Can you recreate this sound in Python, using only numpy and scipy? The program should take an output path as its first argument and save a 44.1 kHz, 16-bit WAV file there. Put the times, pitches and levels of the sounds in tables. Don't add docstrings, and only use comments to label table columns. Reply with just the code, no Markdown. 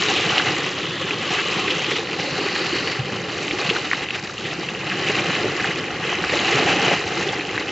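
import sys
import numpy as np
from scipy import signal
from scipy.fft import rfft, irfft, next_fast_len
from scipy.io import wavfile

SR = 44100
rng = np.random.default_rng(int(sys.argv[2]) if len(sys.argv) > 2 else 0)


def unload_wav(signal):
    wavfile.write(
        sys.argv[1],
        SR,
        np.round(np.clip(np.atleast_2d(signal).T, -1, 1) * 32767).astype(np.int16),
    )


N = 340011
TIME = np.arange(N) / SR

# time_s, splatter_db, churn_db, fizz_db, heave_db, slosh_db
SIMMER = [(0.0, -28.5, -31.5, -29.5, -36.5, -37.5), (1.0, -29, -32, -37, -36.5, -40),
          (2.1, -31, -31.5, -38.5, -38, -39.5), (2.8, -29, -34, -38.5, -38, -41),
          (3.1, -31.5, -32, -39, -33, -40), (3.8, -30, -33, -40, -41, -40),
          (4.28, -34, -38, -39, -40, -42.5), (4.75, -30, -34, -38.5, -37.5, -39.5),
          (5.15, -26, -30.5, -35.5, -33, -35), (5.9, -28, -30.5, -38, -36.5, -37.5),
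          (7.1, -28, -32.5, -36, -36.5, -37.5), (7.7, -30, -33, -38.5, -39.5, -38.5)]


def amp(db):
    return 10 ** (np.asarray(db) / 20)


def unit(x):
    return x / np.sqrt(np.mean(x ** 2) + 1e-20)


def curve(rows, column=1):
    rows = np.asarray(rows)
    return np.interp(TIME, rows[:, 0], rows[:, column])


def colour(x, points):
    size = next_fast_len(N + 4096)
    hz, db = np.transpose(points)
    log_hz = np.log(np.fft.rfftfreq(size, 1 / SR) + 1)
    gain = amp(np.interp(log_hz, np.log(hz), db))
    return irfft(rfft(x, size) * gain, size)[:N]


def flutter(rate_hz):
    points = rng.standard_normal(N // 32)
    smooth = signal.sosfilt(signal.butter(2, rate_hz, fs=SR / 32, output="sos"), points)
    return unit(np.interp(np.arange(N), np.linspace(0, N, len(points)), smooth))


def resonate(x, hz, width_hz):
    turn = np.exp(2j * np.pi * np.cumsum(hz) / SR)
    pole = np.exp(-np.pi * width_hz / SR)
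    for _ in range(2):
        x = 2 * (turn * signal.lfilter([1 - pole], [1, -pole], x / turn)).real
    return x


def add(mix, start_s, sound):
    part = mix[max(round(start_s * SR), 0):][:len(sound)]
    part += sound[:len(part)]


def bubble(t, hz, length_s, rise):
    age = t / length_s
    turns = hz * (t + rise * length_s * (np.sqrt(1 + age ** 2) - 1))
    tone = np.cos(2 * np.pi * turns + rng.uniform(0, 2 * np.pi))
    return tone / np.cosh(np.clip(1.3 * age, -50, 50))


def swarm(low_hz, high_hz, per_s, cycles, spread_db, sizes=16):
    out = np.zeros(N)
    for hz in np.geomspace(low_hz, high_hz, sizes):
        when, force, polarity = rng.random((int(per_s * N / SR / sizes), 3)).T
        strength = amp(spread_db * np.minimum(-np.log(1 - force), 4.5))
        bursts = np.bincount((when * N).astype(int), strength * np.sign(polarity - .5), N)
        t = np.arange(-4 * cycles / hz, 4 * cycles / hz, 1 / SR)
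        out += hz * signal.oaconvolve(bursts, bubble(t, hz, cycles / hz, rise=0.074), "same")
    return unit(out)


def splashes(rows, width, spread_db=7):
    out, t = np.zeros(N), np.arange(-.15, .25, 1 / SR)
    for peak_s, length_s, db, hz in rows:
        drops = rng.standard_normal(len(t))
        drops *= amp(spread_db * np.clip(rng.standard_normal(len(t)), -2, 2))
        band = signal.butter(2, [hz / width, hz * width], "bandpass", fs=SR, output="sos")
        swell = np.exp(-(t / length_s / np.where(t < 0, .4, .7)) ** 2)
        splash = unit(swell * signal.sosfilt(band, drops))
        add(out, peak_s + t[0], amp(db) * np.sqrt(np.mean(swell ** 2)) * splash)
    return out


def surge_db(layer):
    # start_s, rise_s, length_s, splatter_db, churn_db, fizz_db
    surges = [(-0.1, 0.17, 0.638, 5, 3, 2.5), (1.138, 0.22, 0.83, 3.5, 2, 6),
              (2.175, 0.023, 0.72, 3.5, 3, 4.5), (3.302, 0.035, 0.64, 2, 1.5, 5.5),
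              (4.359, 0.092, 0.13, 1.5, 4, 2), (4.887, 0.15, 0.766, 2, 1, 3.5),
              (6.028, 0.031, 0.087, 2.5, 0, 3), (6.244, 0.11, 0.695, 5, 3, 7.5),
              (6.52, 0.06, 0.37, 1.5, 3.5, -1), (7.098, 0.029, 0.18, 2.5, 4, 3.5)]
    sag_per_s, fall_s = 0.049, 0.11
    column = ("splatter", "churn", "fizz").index(layer)
    level = np.zeros(N)
    for start_s, rise_s, length_s, *lifts_db in surges:
        corners = start_s + np.array([0, rise_s, length_s, length_s + fall_s])
        level += lifts_db[column] * np.interp(TIME, corners, [0, 1, 1 - sag_per_s * length_s, 0])
    return level


def splatter_db():
    return curve(SIMMER, column=1) + surge_db("splatter")


def boil_db():
    level = splatter_db()
    return level - level.mean()


def mud_clumps(per_s=60, rise_s=0.001, fall_s=0.015):
    landings = (rng.random(N) < per_s / SR).astype(float)
    t = np.arange(0, .2, 1 / SR)
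    dribble = np.exp(-t / fall_s) * (1 - np.exp(-t / rise_s))
    heap = signal.oaconvolve(landings, dribble)[:N]
    jitter = np.tanh(unit(heap - heap.mean()) / 2)
    return unit(jitter * amp(-.4 * boil_db()))


def heave():
    # freq_hz, gain_db
    body_eq = [(45, -45), (70, -19), (100, -3.5), (135, 1), (185, 1.5), (240, -5), (380, -56.5)]
    pockets = swarm(71.4, 297, per_s=420, cycles=0.71, spread_db=2.5, sizes=10)
    level_db = curve(SIMMER, column=4) + 0.67 * surge_db("churn")
    return amp(level_db) * unit(colour(pockets, body_eq))


def churn(clumps):
    # freq_hz, gain_db
    gurgle_eq = [(150, -52.5), (228, -10), (300, -0.5), (345, 1.2), (430, -0.5), (520, -3), (625, -9.5),
                 (900, -59.5)]
    gurgle = swarm(239, 603, per_s=600, cycles=2.28, spread_db=1) + amp(4) * rng.standard_normal(N)
    level_db = curve(SIMMER, column=2) + surge_db("churn")
    return amp(level_db) * unit(colour(gurgle * amp(0.56 * clumps), gurgle_eq))


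def slosh(clumps):
    # freq_hz, gain_db
    slap_eq = [(400, -44.5), (560, -7), (640, -7), (720, 1.5), (800, 2), (880, -1), (1050, -56)]
    slaps = swarm(580, 1020, per_s=600, cycles=2.1, spread_db=2.5) + rng.standard_normal(N)
    level_db = curve(SIMMER, column=5) + 0.75 * surge_db("splatter") + 0.72 * surge_db("churn")
    return amp(level_db) * unit(colour(slaps * amp(2 * clumps), slap_eq))


def vent(clumps):
    # time_s, level_db
    ring_levels = [(.3, -35.5), (.9, -41.5), (1.65, -31.5), (2.2, -44), (7.7, -55)]
    steam = rng.standard_normal(N) * amp(2 * clumps)
    ring = resonate(steam, hz=np.full(N, 1145), width_hz=380)
    return amp(curve(ring_levels)) * unit(ring)


def splatter(clumps):
    # freq_hz, gain_db
    patter_eq = [(650, -54), (930, -5), (1130, 1), (1520, -1), (1890, 2.5), (2070, 4.5), (2220, -1.5),
                 (2420, 3), (2640, 3.5), (2980, 3), (3220, -2.5), (3500, -9), (4500, -51.5)]
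    drops = unit(colour(swarm(850, 3700, per_s=650, cycles=2, spread_db=2.5), patter_eq))
    wash = unit(colour(rng.standard_normal(N), patter_eq))
    overlap = amp(2.5 + .5 * boil_db())
    patter = (drops + overlap * wash) / np.hypot(1, overlap)
    return amp(splatter_db()) * unit(patter * amp(1.63 * clumps))


def fizz(clumps):
    # freq_hz, gain_db
    hiss_eq = [(2700, -46), (3400, -7.5), (3850, 3), (4200, 0.4), (4700, -3), (5300, -5.5), (6300, -7),
               (7000, -9), (7600, -13.5)]
    # time_s, pitch_hz, level_db
    bright_band = [(0, 2810, 2), (.4, 2830, -5), (.9, 3250, 4.5), (1.4, 2740, 4.5), (1.85, 2850, 4),
                   (2.1, 4250, -2), (2.88, 4350, 1.5), (3.05, 4530, -7), (7.7, 3520, -38.5)]
    froth = swarm(3000, 8200, per_s=2400, cycles=1.6, spread_db=4, sizes=12)
    hiss = unit(colour(froth + 1.5 * rng.standard_normal(N), hiss_eq))
    band = unit(resonate(rng.standard_normal(N), curve(bright_band), width_hz=1000))
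    band *= amp(curve(bright_band, column=2))
    level_db = curve(SIMMER, column=3) + surge_db("fizz")
    return amp(level_db) * (hiss + band) * unit(amp(1.46 * clumps))


def scatter(level_db=-44):
    # freq_hz, gain_db
    wall_eq = [(30, -24.5), (60, -9.5), (183, -2.5), (514, 0), (943, -3), (4400, -3.5), (6600, -8.5),
               (9000, -26.5)]
    return amp(level_db + 0.93 * boil_db()) * unit(colour(rng.standard_normal(N), wall_eq))


def wind():
    # freq_hz, gain_db
    rumble_eq = [(10, -11.5), (28, -26), (65, 1), (90, 1.5), (300, -34.5)]
    breeze_db = curve([(0, -55), (3, -55.5), (5.6, -52), (6.3, -47), (7.7, -49)])
    rumble = colour(rng.standard_normal(N), rumble_eq)
    return amp(breeze_db) * unit(rumble * amp(2 * flutter(rate_hz=6)))


def spurts():
    # peak_s, length_s, level_db, centre_hz
    jets = [(.17, .12, -24, 2820), (0.367, 0.073, -23.5, 2620), (1.392, 0.029, -23, 1800),
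            (1.68, 0.014, -20, 2100), (1.707, 0.017, -20, 2700), (1.911, 0.018, -22.5, 2300),
            (1.962, 0.016, -22, 2700), (3.647, 0.0082, -25, 2620), (3.698, 0.01, -18, 2400),
            (4.145, 0.029, -25.5, 2450), (4.46, 0.034, -28, 2570), (4.917, 0.014, -21.5, 1930),
            (5.076, 0.03, -24, 2500), (5.19, 0.012, -21, 2350), (5.352, 0.01, -22, 2250),
            (5.603, 0.014, -22, 1990), (6.296, 0.012, -19.5, 2130), (6.527, .009, -19, 2400),
            (6.581, .012, -19.5, 2000), (6.925, 0.033, -24, 2000)]
    return splashes(jets, width=1.315)


def small_snaps(per_s=4, low_hz=940, high_hz=2690, cycles=1.8):
    when, force, size = rng.random((int(per_s * N / SR), 3)).T
    at = (when * N).astype(int)
    db = splatter_db()[at] + 1.5 + 4.5 * (2 * force - 1)
    hz = low_hz * (high_hz / low_hz) ** size
    return list(zip(TIME[at], db, hz, cycles / hz * 1000))


def snaps():
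    # peak_s, level_db, pitch_hz, ring_ms
    films = [(.2965, -8, 3000, 3.5), (.3816, -2, 2920, 1.4), (.399, -8, 1590, 1.4),
             (1.109, -8.5, 2600, 1.3), (1.68, -12, 2600, .9), (1.845, -10, 2600, 1.3),
             (2.114, -13, 2600, 0.79), (2.199, -11, 2700, 0.83), (2.995, -14.5, 2600, .6),
             (3.482, -12, 2958, .8), (3.511, -7.5, 2350, .9), (3.6935, -9, 2600, 1),
             (3.7025, -5, 2750, 1.2), (3.7642, -8.5, 1450, 1.7), (3.9146, -6.5, 2150, .8),
             (3.9331, -5.5, 1800, .9), (4.032, -14.5, 2740, 1), (4.088, -11.5, 2650, 1),
             (4.1072, -9, 2650, 1.2), (4.381, -16, 2750, 1.7), (4.689, -12.5, 2700, 2),
             (5.087, -10, 2650, 1.8), (5.645, -9.5, 1630, 1.3), (6.129, -16, 1090, 1.4),
             (6.241, -7.5, 1650, .8), (6.392, -8, 3200, .7), (7.291, -11.5, 3450, 1.5),
             (7.410, -14, 2500, 1.9), (7.579, -8.5, 1800, .6)]
    ring_db, shred_db, spray_db, mist_db = -8.5, -11.5, -12.5, -20.5
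    shred_span_s, spray_rise_s, spray_fall_s = 0.0084, 0.0009, 0.0019
    out, t = np.zeros(N), np.arange(-.01, .05, 1 / SR)
    shower = np.exp(np.minimum(t / spray_rise_s, -t / spray_fall_s))
    for peak_s, db, hz, ring_ms in list(films) + small_snaps():
        band = signal.butter(2, [hz * .5, min(hz * 1.5, 3700)], "bandpass", fs=SR, output="sos")
        drops = rng.standard_normal(len(t))
        spray = amp(spray_db) * unit(signal.sosfilt(band, drops)) + amp(mist_db) * drops
        crack = amp(ring_db) + (1 - amp(ring_db)) * np.exp(-(t * hz) ** 2)
        tick = crack * bubble(t, hz, ring_ms / 1000, rise=0.04)
        shreds = sum(bubble(t - late * shred_span_s, hz * 2 ** (size - .5), 1 / hz, rise=0)
                     for late, size in rng.random((3, 2)))
        add(out, peak_s + t[0], amp(db) * (tick + amp(shred_db) * shreds + shower * spray))
    return out


def gulps(cycles=1.04):
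    # peak_s, level_db, pitch_hz
    big_bubbles = [(0.511, -15, 350), (1.312, -25, 145), (1.571, -20, 176), (1.681, -17, 400),
                   (1.92, -18, 443), (2.085, -27, 148), (2.365, -24, 154), (2.416, -15, 330),
                   (2.463, -19, 368), (2.614, -18.5, 340), (2.734, -15, 335), (2.759, -19, 340),
                   (3.003, -16.5, 128), (3.537, -17, 323), (3.693, -21, 176), (3.713, -12.5, 420),
                   (4.592, -20.5, 340), (5.098, -13.5, 363), (6.338, -12, 570), (6.553, -21, 145),
                   (6.625, -14.5, 320), (6.939, -11.5, 770), (7.272, -16, 383)]
    out, t = np.zeros(N), np.arange(-.06, .06, 1 / SR)
    for peak_s, db, hz in big_bubbles:
        add(out, peak_s + t[0], amp(db) * bubble(t, hz, cycles / hz, rise=0.11))
    return out


def slops():
    # peak_s, length_s, level_db, centre_hz
    lumps = [(5.105, .012, -24, 594), (5.45, 0.094, -25, 430), (6.603, 0.045, -22, 390),
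             (6.775, 0.035, -25, 500), (6.887, .018, -20.5, 410), (6.917, 0.025, -18.5, 524)]
    return splashes(lumps, width=1.51)


def scene():
    clumps = mud_clumps()
    hiss = fizz(clumps)
    side = scatter() + .05 * hiss
    rush = heave() + churn(clumps) + slosh(clumps) + vent(clumps) + splatter(clumps) + hiss
    pool = rush + wind() + spurts() + snaps() + gulps() + slops()
    return np.array([pool + side, pool - side])


def record(dry):
    cutoff_hz = 7760
    lowpass = signal.firwin(1023, cutoff_hz, window=("kaiser", 9), fs=SR)
    return signal.oaconvolve(dry, lowpass[None], "same", axes=1)


dry = scene()
out = record(dry)
unload_wav(out)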